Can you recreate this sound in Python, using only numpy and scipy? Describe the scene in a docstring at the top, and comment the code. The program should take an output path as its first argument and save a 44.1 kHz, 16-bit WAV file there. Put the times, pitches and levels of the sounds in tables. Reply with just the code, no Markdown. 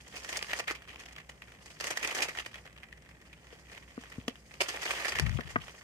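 """Tumbling chain of cardboard boxes

A chain of small cardboard boxes on ribbons hangs from a hand in a quiet room and tumbles down three times.
Claps and crackle, made of pulses and noise, ring through the resonances of a box; light taps fall between.
Dull knocks are struck modes, a puff of air on the left microphone port is low noise,
and a low hum of wavering tones throbs over the room's hush of noise bands."""
import sys
import numpy as np
from scipy import signal
from scipy.io import wavfile
from scipy.ndimage import uniform_filter1d

SR = 44100
rng = np.random.default_rng(int(sys.argv[2]) if len(sys.argv) > 2 else 0)


def wav_record(signal):
    """Record a signal, one row per channel, as 16-bit PCM in the file named by sys.argv[1]."""
    frames = np.transpose(np.atleast_2d(signal))
    bounded = np.clip(frames, -1, 1)
    # unit amplitude maps onto the largest positive 16-bit level
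    quanta = np.round(bounded * 32767).astype(np.int16)
    wavfile.write(sys.argv[1], SR, quanta)


def to_linear_factor(level_db):
    """Convert decibel levels (scalar or array-like) to linear amplitude factors."""
    exponent = np.asarray(level_db, float) / 20
    return 10 ** exponent


N = 257103

# How hard the chain swings, heard as crackle of the box faces.
# Each row: time in seconds, crackle level in dB, bright edge in dB relative to the faces.
SWING = [(0.0, -50.5, -0.5), (.1, -56, 3), (.39, -35, -4.5), (.55, -44, 3), (.8, -49, -12), (1.1, -49, -13),
         (1.39, -61.5, -2), (1.76, -51.5, 2), (1.98, -36.5, -2.5), (2.24, -30, -11), (2.31, -54, -1),
         (2.4, -41, -4), (2.66, -56, -5), (2.9, -57.5, -20), (3.18, -60, -4), (3.68, -55.5, -1),
         (4.17, -50, -3), (4.55, -63.5, 6), (4.63, -37, -2), (5.07, -37.5, -3.5), (5.44, -46, -6.5),
         (5.83, -47, -2)]
BODY_TOP_HZ, FACE_TOP_HZ = 1000, 4000   # the hollow body rings below, faces between, edges above
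LEFT_LATE_MS = 0.17   # chain and hush reach the left port this much later than the right


def rms_one(x):
    """Scales a sound to an rms of 1."""
    return x / np.sqrt(np.mean(x ** 2) + 1e-20)


def in_time(rows):
    """Draws straight lines in time between the rows of a table, one curve per column."""
    s, *columns = np.transpose(rows)
    return [np.interp(np.arange(N) / SR, s, c) for c in columns]


def at_hz(points, hz):
    """Reads a table at a pitch, with lines drawn on a logarithmic pitch scale."""
    table_hz, values = np.array(points).T
    return np.interp(np.log(hz), np.log(table_hz), values)


def drift(rate_hz):
    """Slow chance wavering of rms 1: noise twice through a one-pole low-pass, first second dropped."""
    r = np.exp(-2 * np.pi * rate_hz / SR)
    noise = rng.standard_normal(N + SR)
    return rms_one(signal.lfilter([1], [1, -2 * r, r * r], noise)[SR:])


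def panned(left_right_db):
    """Left and right gains that differ by the given dB."""
    return to_linear_factor(np.multiply.outer([.5, -.5], left_right_db))


def delayed(x, lag_ms):
    """Shifts a sound later by a few samples; the end wraps to the start."""
    return np.roll(x, round(lag_ms * SR / 1000))


def noise_pair(hz, lag_ms):
    """White noise, as alike as the two ports hear this pitch; the left port hears it later."""
    # Each row: pitch in Hz, likeness of left and right from 0 to 1.
    likeness = [(100, 0.91), (300, 0.89), (650, 0.7), (1300, 0.84), (3000, 0), (8000, 0)]
    mid, side = rng.standard_normal((2, N))
    alike = np.clip(at_hz(likeness, hz), -1, 1)
    shared = np.sqrt(.5 + alike / 2) * mid
    opposed = np.sqrt(.5 - alike / 2) * side
    return np.array([delayed(shared + opposed, lag_ms), shared - opposed])


def resonate(x, hz, width_hz):
    """One resonance with gain 1 at its peak."""
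    r = np.exp(-np.pi * width_hz / SR)
    feedback = [1, -2 * r * np.cos(2 * np.pi * hz / SR), r * r]
    return signal.lfilter([(1 - r * r) / 2, 0, (r * r - 1) / 2], feedback, x)


def contacts(per_s, spread_db, ms):
    """Envelope of random touches of uneven size, each a scratch that dies in a moment; rms 1."""
    sizes = to_linear_factor(spread_db * np.minimum(rng.exponential(1, N), 4))
    touches = sizes * (rng.random(N) < per_s / SR)
    return rms_one(signal.lfilter([1], [1, -np.exp(-1000 / (ms * SR))], touches + 1e-9))


def hush():
    """Room and microphone noise, built from half-octave bands."""
    # Each row: pitch in Hz, relative strength in dB per Hz.
    spectrum = [(15, -34), (25, -4), (64, -7.5), (153, -3.5), (277, -13.5), (427, -12), (1020, -23),
                (1650, -28), (1840, -17), (3160, -34), (3720, -42), (6740, -27), (13600, -49.5),
                (16000, -36)]
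    hush_db = -59.5   # rms level of all bands together
    edges_hz, out = 25 * 2 ** np.arange(0, 9.6, .5), 0
    for low, high in zip(edges_hz, edges_hz[1:]):
        hz = np.sqrt(low * high)
        band = signal.butter(2, [low, high], "band", fs=SR, output="sos")
        out = out + to_linear_factor(at_hz(spectrum, hz)) * signal.sosfilt(band, noise_pair(hz, LEFT_LATE_MS))
    return to_linear_factor(hush_db) * rms_one(out)


def hum():
    """Low tones that waver a little in level and phase; the lower two beat against each other."""
    # Each row: pitch in Hz, middling rms level in dB.
    tones = [(59.15, -65), (64.6, -67), (148.3, -75.5)]
    in_step_s = 3.495   # a moment when the beat is near its top
    t = np.arange(N) / SR - in_step_s
    out = 0
    for hz, db in tones:
        level = np.sqrt(2) * to_linear_factor(db + 1.14 * drift(0.55))
        out = out + level * np.sin(2 * np.pi * hz * t + 0.1 * drift(0.94))
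    return out


def puff():
    """Air on the left port: low turbulence with its swings kept fairly even, faint at the right port."""
    # Each row: time in seconds, level in dB.
    swell = [(5.1, -60), (5.202, -38), (5.222, -24.5), (5.33, -30.5), (5.357, -26), (5.436, -55),
             (5.459, -39), (5.522, -57), (5.568, -37.5), (5.68, -65)]
    right_db = -31   # right port relative to left
    s, db = np.transpose(swell)
    level = to_linear_factor(np.interp(np.arange(N) / SR, s, db, left=-120, right=-120))
    low_band = signal.butter(3, [52, 160], "band", fs=SR, output="sos")
    eddies = signal.sosfilt(low_band, rng.standard_normal(N))
    # divide by the running loudness to even out the swings
    eddies = eddies / np.sqrt(uniform_filter1d(rms_one(eddies) ** 2, size=900) + 0.079)
    eddies = signal.sosfilt(signal.butter(2, 300, fs=SR, output="sos"), eddies)
    return level * rms_one(eddies) * to_linear_factor([[0], [right_db]])


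def knocks():
    """Dull knocks and rebounds: each strikes every mode, neighbouring modes in opposite directions."""
    # Each row: time in seconds, level in dB, lowest pitch fully struck in Hz,
    # fall above that pitch in dB per octave, left-right difference in dB.
    strikes = [(3.5275, -38, 417, 13, 6), (3.9773, -30, 247, 6, 3.5), (4.1815, -17.5, 101, 11, 4),
               (4.28, -25, 247, 4, 4), (4.2817, -45, 247, 13, 5), (5.3879, -31, 247, 4.5, 15),
               (5.3933, -27, 333, 6, 5), (5.5582, -25.5, 247, -0.5, 4), (5.5613, -26, 560, -1, 3.5),
               (5.5638, -27, 1188, -1, -2)]
    # What the knocked thing rings with. Each row: pitch in Hz, strength in dB,
    # time to die away by 60 dB in seconds.
    modes = [(101, 0, 0.0092), (247, 2, 0.039), (458, -3.5, 0.045), (687, -4, 0.021), (1188, 5, 0.018),
             (1500, 0, 0.024), (2000, 10, 0.0057), (3200, -11, 0.0059), (4800, -8, 0.011)]
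    left_lag_ms = -0.25   # the knocks reach the left port first
    fall_below_db_per_oct = 23
    s, level_db, struck_hz, fall_db, pan_db = np.transpose(strikes)
    at = np.round((s + [[left_lag_ms / 1000], [0]]) * SR).astype(int)
    out = 0
    for k, (hz, mode_db, t60) in enumerate(modes):
        octaves = np.log2(hz / struck_hz)
        db = level_db + np.where(octaves > 0, -fall_db, fall_below_db_per_oct) * octaves
        clicks = np.zeros((2, N))
        clicks[[[0], [1]], at] = (-1) ** k * to_linear_factor(db + mode_db) * panned(pan_db)
        push = resonate(clicks + 1e-18, hz, 0.9 * hz)   # the ring swells over a cycle or so
        r, w = to_linear_factor(-60 / (t60 * SR)), 2 * np.pi * hz / SR
        out = out + signal.lfilter([0, np.sin(w)], [1, -2 * r * np.cos(w), r * r], push)
    soft_fingertip = signal.butter(3, 2400, fs=SR, output="sos")
    return signal.sosfilt(soft_fingertip, out)


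def crackle_envelopes():
    """Card and ribbon rub in clumps while the chain moves; body, faces and edges tick on their own."""
    body_db = -4.5   # hollow body relative to faces
    steady_rub = 0.15   # even rubbing under the single ticks, relative to their rms
    face_db, edge_db = in_time(SWING)
    clumps = to_linear_factor(4.2 * drift(12))
    rub = []
    for per_s, ms in [(150, 8.6), (260, 2.8), (350, 9.0)]:   # body, faces, edges
        rub.append(rms_one(steady_rub + contacts(per_s * clumps, spread_db=3.5, ms=ms)))
    return np.array(rub) * to_linear_factor(np.array([face_db + body_db, face_db, face_db + edge_db]))


def taps():
    """Light taps at chance moments, stronger when the chain swings harder; columns like the claps."""
    count = 220
    tap_db, spread_db, middling_swing_db = -51, 3, -54.5   # tap level at a middling swing
    follows = 0.62   # share of the swing's dB that a tap follows
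    edge_db, edge_spread_db = -9.5, 4.5   # bright edge relative to the tap
    low_hz, high_hz, middling_ms = 1630, 3300, 4.0
    when, pitch = rng.random((count, 2)).T
    size, edge, length = rng.standard_normal((count, 3)).T
    s = when * (N - 1) / SR
    swing_db = np.interp(s, *np.transpose(SWING)[:2])
    level_db = tap_db + follows * (swing_db - middling_swing_db) + spread_db * np.clip(size, -2, 1.5)
    face_hz = low_hz * (high_hz / low_hz) ** (pitch ** 2)   # low pitches come up more often
    return np.c_[s, level_db, edge_db + edge_spread_db * edge, face_hz, middling_ms * np.exp(.45 * length)]


def clap_force(claps, hz):
    """Force of all claps on one resonance: contacts gather, the faces slap shut, the contacts fade."""
    gather_share = 0.18   # rise time as a share of the fade time
    s, db, edge_db, face_hz, ms = claps.T
    # resonances near the struck face's pitch are favoured: 7 dB, less 19 dB per octave away
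    face_db = 7 - np.minimum(19 * np.abs(np.log2(hz / face_hz)), 7.5)
    body_db = -3 + 0.23 * edge_db   # a square hit wakes hollow body and edge together
    part = np.searchsorted([BODY_TOP_HZ, FACE_TOP_HZ], hz)
    level = to_linear_factor(db + [body_db, face_db, edge_db][part])
    lead, at = 1000, np.round(s * SR).astype(int)   # samples of gathering kept before a slap
    t_ms = (np.arange(3600) - lead) * 1000 / SR
    run, slaps = np.zeros(N + 4000), np.zeros(N)
    for i, height, length in zip(at, level, np.maximum(ms, 1)):
        since_slap = np.where(t_ms < 0, -t_ms / gather_share, t_ms)
        run[i:i + len(t_ms)] += height * np.exp(-since_slap / length)
    slaps[at] = 4.36 * level * rng.choice([-1, 1], len(at))
    return run[lead:lead + N], slaps


def boxes():
    """Claps and crackle shake every resonance of the box; each flickers as other boxes take their turn."""
    # The clearest box-on-box claps. 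Each row: time of the slap in seconds, level in dB,
    # bright edge in dB relative to the slap, pitch of the struck face in Hz,
    # time the contacts take to fade in milliseconds.
    clear_claps = [(.0795, -48, 6, 2690, 12), (.1273, -43, -6, 1620, 27), (.165, -41, 7, 2430, 28),
                   (.2341, -41.5, 5, 1900, 7.2), (.2461, -40.5, 7.5, 1720, 4.2), (.291, -31, 4, 1800, 13),
                   (.3287, -30.5, -6, 2060, 20), (.3712, -32.5, 12, 3300, 6.2), (.4264, -25, 5, 2950, 2.7),
                   (.4915, -36, -10, 1920, 43), (.533, -20, -10, 1760, 5.1), (.5896, -29, 1, 2000, 3.8),
                   (.5965, -24.5, 0.5, 1900, 8.2), (.6793, -27, -9, 2050, 16), (.7021, -22, -23, 1800, 2.1),
                   (.7101, -25.5, -1.5, 1740, 8), (.7517, -36, -7, 2360, 13), (.8221, -60, -16, 2410, 2),
                   (.8763, -46, -11, 2450, 4.3), (.8875, -44.5, -5, 2720, 54), (1.0009, -45.5, 4, 3010, 23),
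                   (1.057, -46, 5, 3360, 7.6), (1.0876, -55, 3, 1940, 14), (1.1245, -47, 6, 1740, 2.3),
                   (1.163, -31.5, -38, 2500, 2.3), (1.174, -43, -18, 3010, 2.9),
                   (1.1839, -39.5, -14, 2020, 10), (1.2937, -36.5, -1, 2180, 8.2),
                   (1.4195, -39, -26, 2350, 9.6), (1.4814, -46, -23, 2310, 6.9), (1.66, -47.5, 8, 2000, 17),
                   (1.8011, -32, 1, 1960, 5.2), (1.8088, -28.5, -1.5, 1740, 6.5),
                   (1.842, -30, 2.5, 1620, 20.5), (1.8705, -30.5, 1, 1760, 13),
                   (1.9066, -25.5, 1, 2060, 10), (1.9724, -23, 0.5, 1750, 5), (2.0291, -30, -1, 2270, 30),
                   (2.0478, -36.5, 3, 2000, 13), (2.0747, -32.5, 9, 2170, 5.2),
                   (2.1133, -37.5, 0, 2240, 27), (2.1495, -29, 2.5, 1940, 13),
                   (2.1771, -35, 11.5, 1810, 9.3), (2.205, -30, -6, 2000, 7.8),
                   (2.223, -27, 10.5, 2580, 11.8), (2.2316, -31.5, -7, 1850, 4.6),
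                   (2.2857, -29.5, -3, 2020, 15), (2.3517, -35.5, -11, 1870, 10.5),
                   (2.3733, -33, -3, 1760, 9.4), (2.387, -29, -13, 3220, 4), (2.401, -32, -18, 3150, 6.6),
                   (2.4619, -31.5, -4.5, 1940, 5), (2.5428, -38, -3.5, 1950, 6.1),
                   (2.5568, -41, -9, 3250, 4.7), (2.5824, -42.5, -15, 2020, 6.2),
                   (2.6554, -38.5, -11, 1720, 8), (2.6754, -36, -26, 3320, 3.5),
                   (2.7767, -43.5, -15, 2990, 3.2), (2.8327, -42, -27, 1980, 8.4),
                   (2.9266, -41, -13, 1890, 2.7), (3.0221, -45, -2.5, 1900, 3.5),
                   (3.0902, -49, -3, 1930, 9.8), (3.1118, -47, -25, 2130, 7.9),
                   (3.2149, -45.5, -4, 1660, 6.2), (3.329, -43.5, -24, 2360, 5.8),
                   (3.727, -47.5, -6, 2000, 100), (3.7684, -49, -21, 1920, 2.3),
                   (4.037, -39, -11, 1820, 6.3), (4.2808, -23, -3, 3370, 4.2), (4.3562, -38, -35, 2680, 3),
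                   (4.5101, -42, -18, 1840, 5.3), (4.5398, -43, -3, 2470, 18), (4.6061, -20, -5, 2660, 6.1),
                   (4.6128, -23, 6, 2350, 11), (4.6868, -27.5, 3, 3200, 15.5),
                   (4.8197, -31.5, -2, 2000, 13), (4.8323, -32.5, 1.5, 2180, 12),
                   (4.856, -21.5, -5, 1850, 8.1), (4.8776, -35, -31, 2890, 15),
                   (4.9083, -20, -9.5, 2300, 7.7), (4.967, -30.5, -17, 1840, 47),
                   (5.0246, -34, -13, 2160, 18), (5.0475, -27.5, -5, 1790, 4.9), (5.055, -25, -6, 1710, 11),
                   (5.0834, -26, -0.5, 1830, 17), (5.121, -30.5, -9.5, 2200, 4.2),
                   (5.1544, -25, -10, 1860, 16), (5.1712, -38.5, -12, 1800, 16),
                   (5.1874, -23.5, -4, 1870, 3.4), (5.197, -18, 3.5, 1900, 3), (5.224, -36, -20, 1590, 19),
                   (5.2632, -33, -18, 1610, 9.2), (5.2943, -33, -3, 2000, 3.2),
                   (5.3713, -31.5, -37, 2870, 6.1), (5.4075, -34.5, -23, 1790, 7.9),
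                   (5.4753, -41, -13, 2060, 5.4), (5.6184, -35, -32, 3200, 4.9),
                   (5.6808, -33.5, -20, 1640, 4.3), (5.695, -40.5, -8, 3170, 4.5)]
    # What a box rings with. Each row: pitch in Hz, width in Hz, middling strength in dB.
    resonances = [(369, 284, -4.5), (525, 550, 0), (695, 290, -6.5), (1164, 215, -7.5), (1396, 160, -12.5),
                  (1858, 217, -1.5), (2050, 270, -5.5), (2423, 324, -2.5), (2930, 350, -4.5),
                  (3250, 210, -9), (4880, 860, -3), (6250, 1120, -3.5), (8000, 2000, -11), (8500, 810, -12),
                  (13600, 1000, -36)]
    sides = panned(-1)[:, None]   # the chain hangs a little to the right
    # fine grit in the claps of body, faces and edges, over a steady share
    grit = [rms_one(steady + contacts(900, spread_db=1.0, ms=0.37)) for steady in (.8, .35, .9)]
    crackle = crackle_envelopes()
    claps = np.r_[clear_claps, taps()]
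    out = 0
    for hz, width_hz, db in resonances:
        part = np.searchsorted([BODY_TOP_HZ, FACE_TOP_HZ], hz)
        run, slaps = clap_force(claps, hz)
        rubbing = np.hypot(run * grit[part], crackle[part]) * sides * noise_pair(hz, LEFT_LATE_MS)
        slaps = np.array([delayed(slaps, LEFT_LATE_MS), slaps]) * sides
        turn = to_linear_factor(db + 2.05 * drift(26))
        # wide resonances pass more noise, so they are turned down
        out = out + resonate(turn * (rubbing + slaps), hz, width_hz) * np.sqrt(1000 / width_hz)
    too_small_for_bass = signal.butter(2, 300, "high", fs=SR, output="sos")
    return signal.sosfilt(too_small_for_bass, out)


def room(x):
    """Short all-pass scatterers, then six feedback delays a side that grow duller on every round."""
    t60_s, wall_cut_hz = 0.11, 4200   # setting of the loop decay, and of the walls' treble loss
    out, dull = np.zeros((2, N)), np.exp(-2 * np.pi * wall_cut_hz / SR)
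    for lag in (37, 83, 151):   # samples
        scatter = np.r_[1, np.zeros(lag - 1), -.65]
        x = signal.lfilter(scatter[::-1], scatter, x)
    lags = (rng.uniform(.007, .03, 12) * SR).astype(int)
    for k, lag in enumerate(lags):
        side = k % 2
        loop, gain, state = x[side].copy(), to_linear_factor(-60 * lag / SR / t60_s), [0.]
        for i in range(lag, N, lag):   # one block per trip round the loop
            back, state = signal.lfilter([gain * (1 - dull)], [1, -dull], loop[i - lag:i], zi=state)
            loop[i:i + lag] += back[:N - i]
        out[side] += (loop - x[side]) * (-1) ** (k // 2)
    return out


def scene():
    """Chain and knocks in the room, with the air puff, hum and hush."""
    chain, thuds = boxes(), knocks()
    through_air = to_linear_factor(-9)   # the knocks reach the ports mostly through the case
    echoes = to_linear_factor(-11.5) * room(chain + through_air * thuds)
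    return chain + thuds + echoes + puff() + hum() + hush()


def band_limit(x):
    """A steep low-pass at the top of the band."""
    return signal.sosfilt(signal.butter(12, 16450, fs=SR, output="sos"), x)


def record(dry):
    """The microphones lose the deepest bass, and the top of the treble is cut."""
    bass_cut = signal.butter(4, 44, "high", fs=SR, output="sos")
    top_cut = signal.cheby2(12, 60, 16300, fs=SR, output="sos")
    mix = signal.sosfilt(np.vstack([bass_cut, top_cut]), dry)
    return band_limit(mix)


dry = scene()
out = record(dry)
wav_record(out)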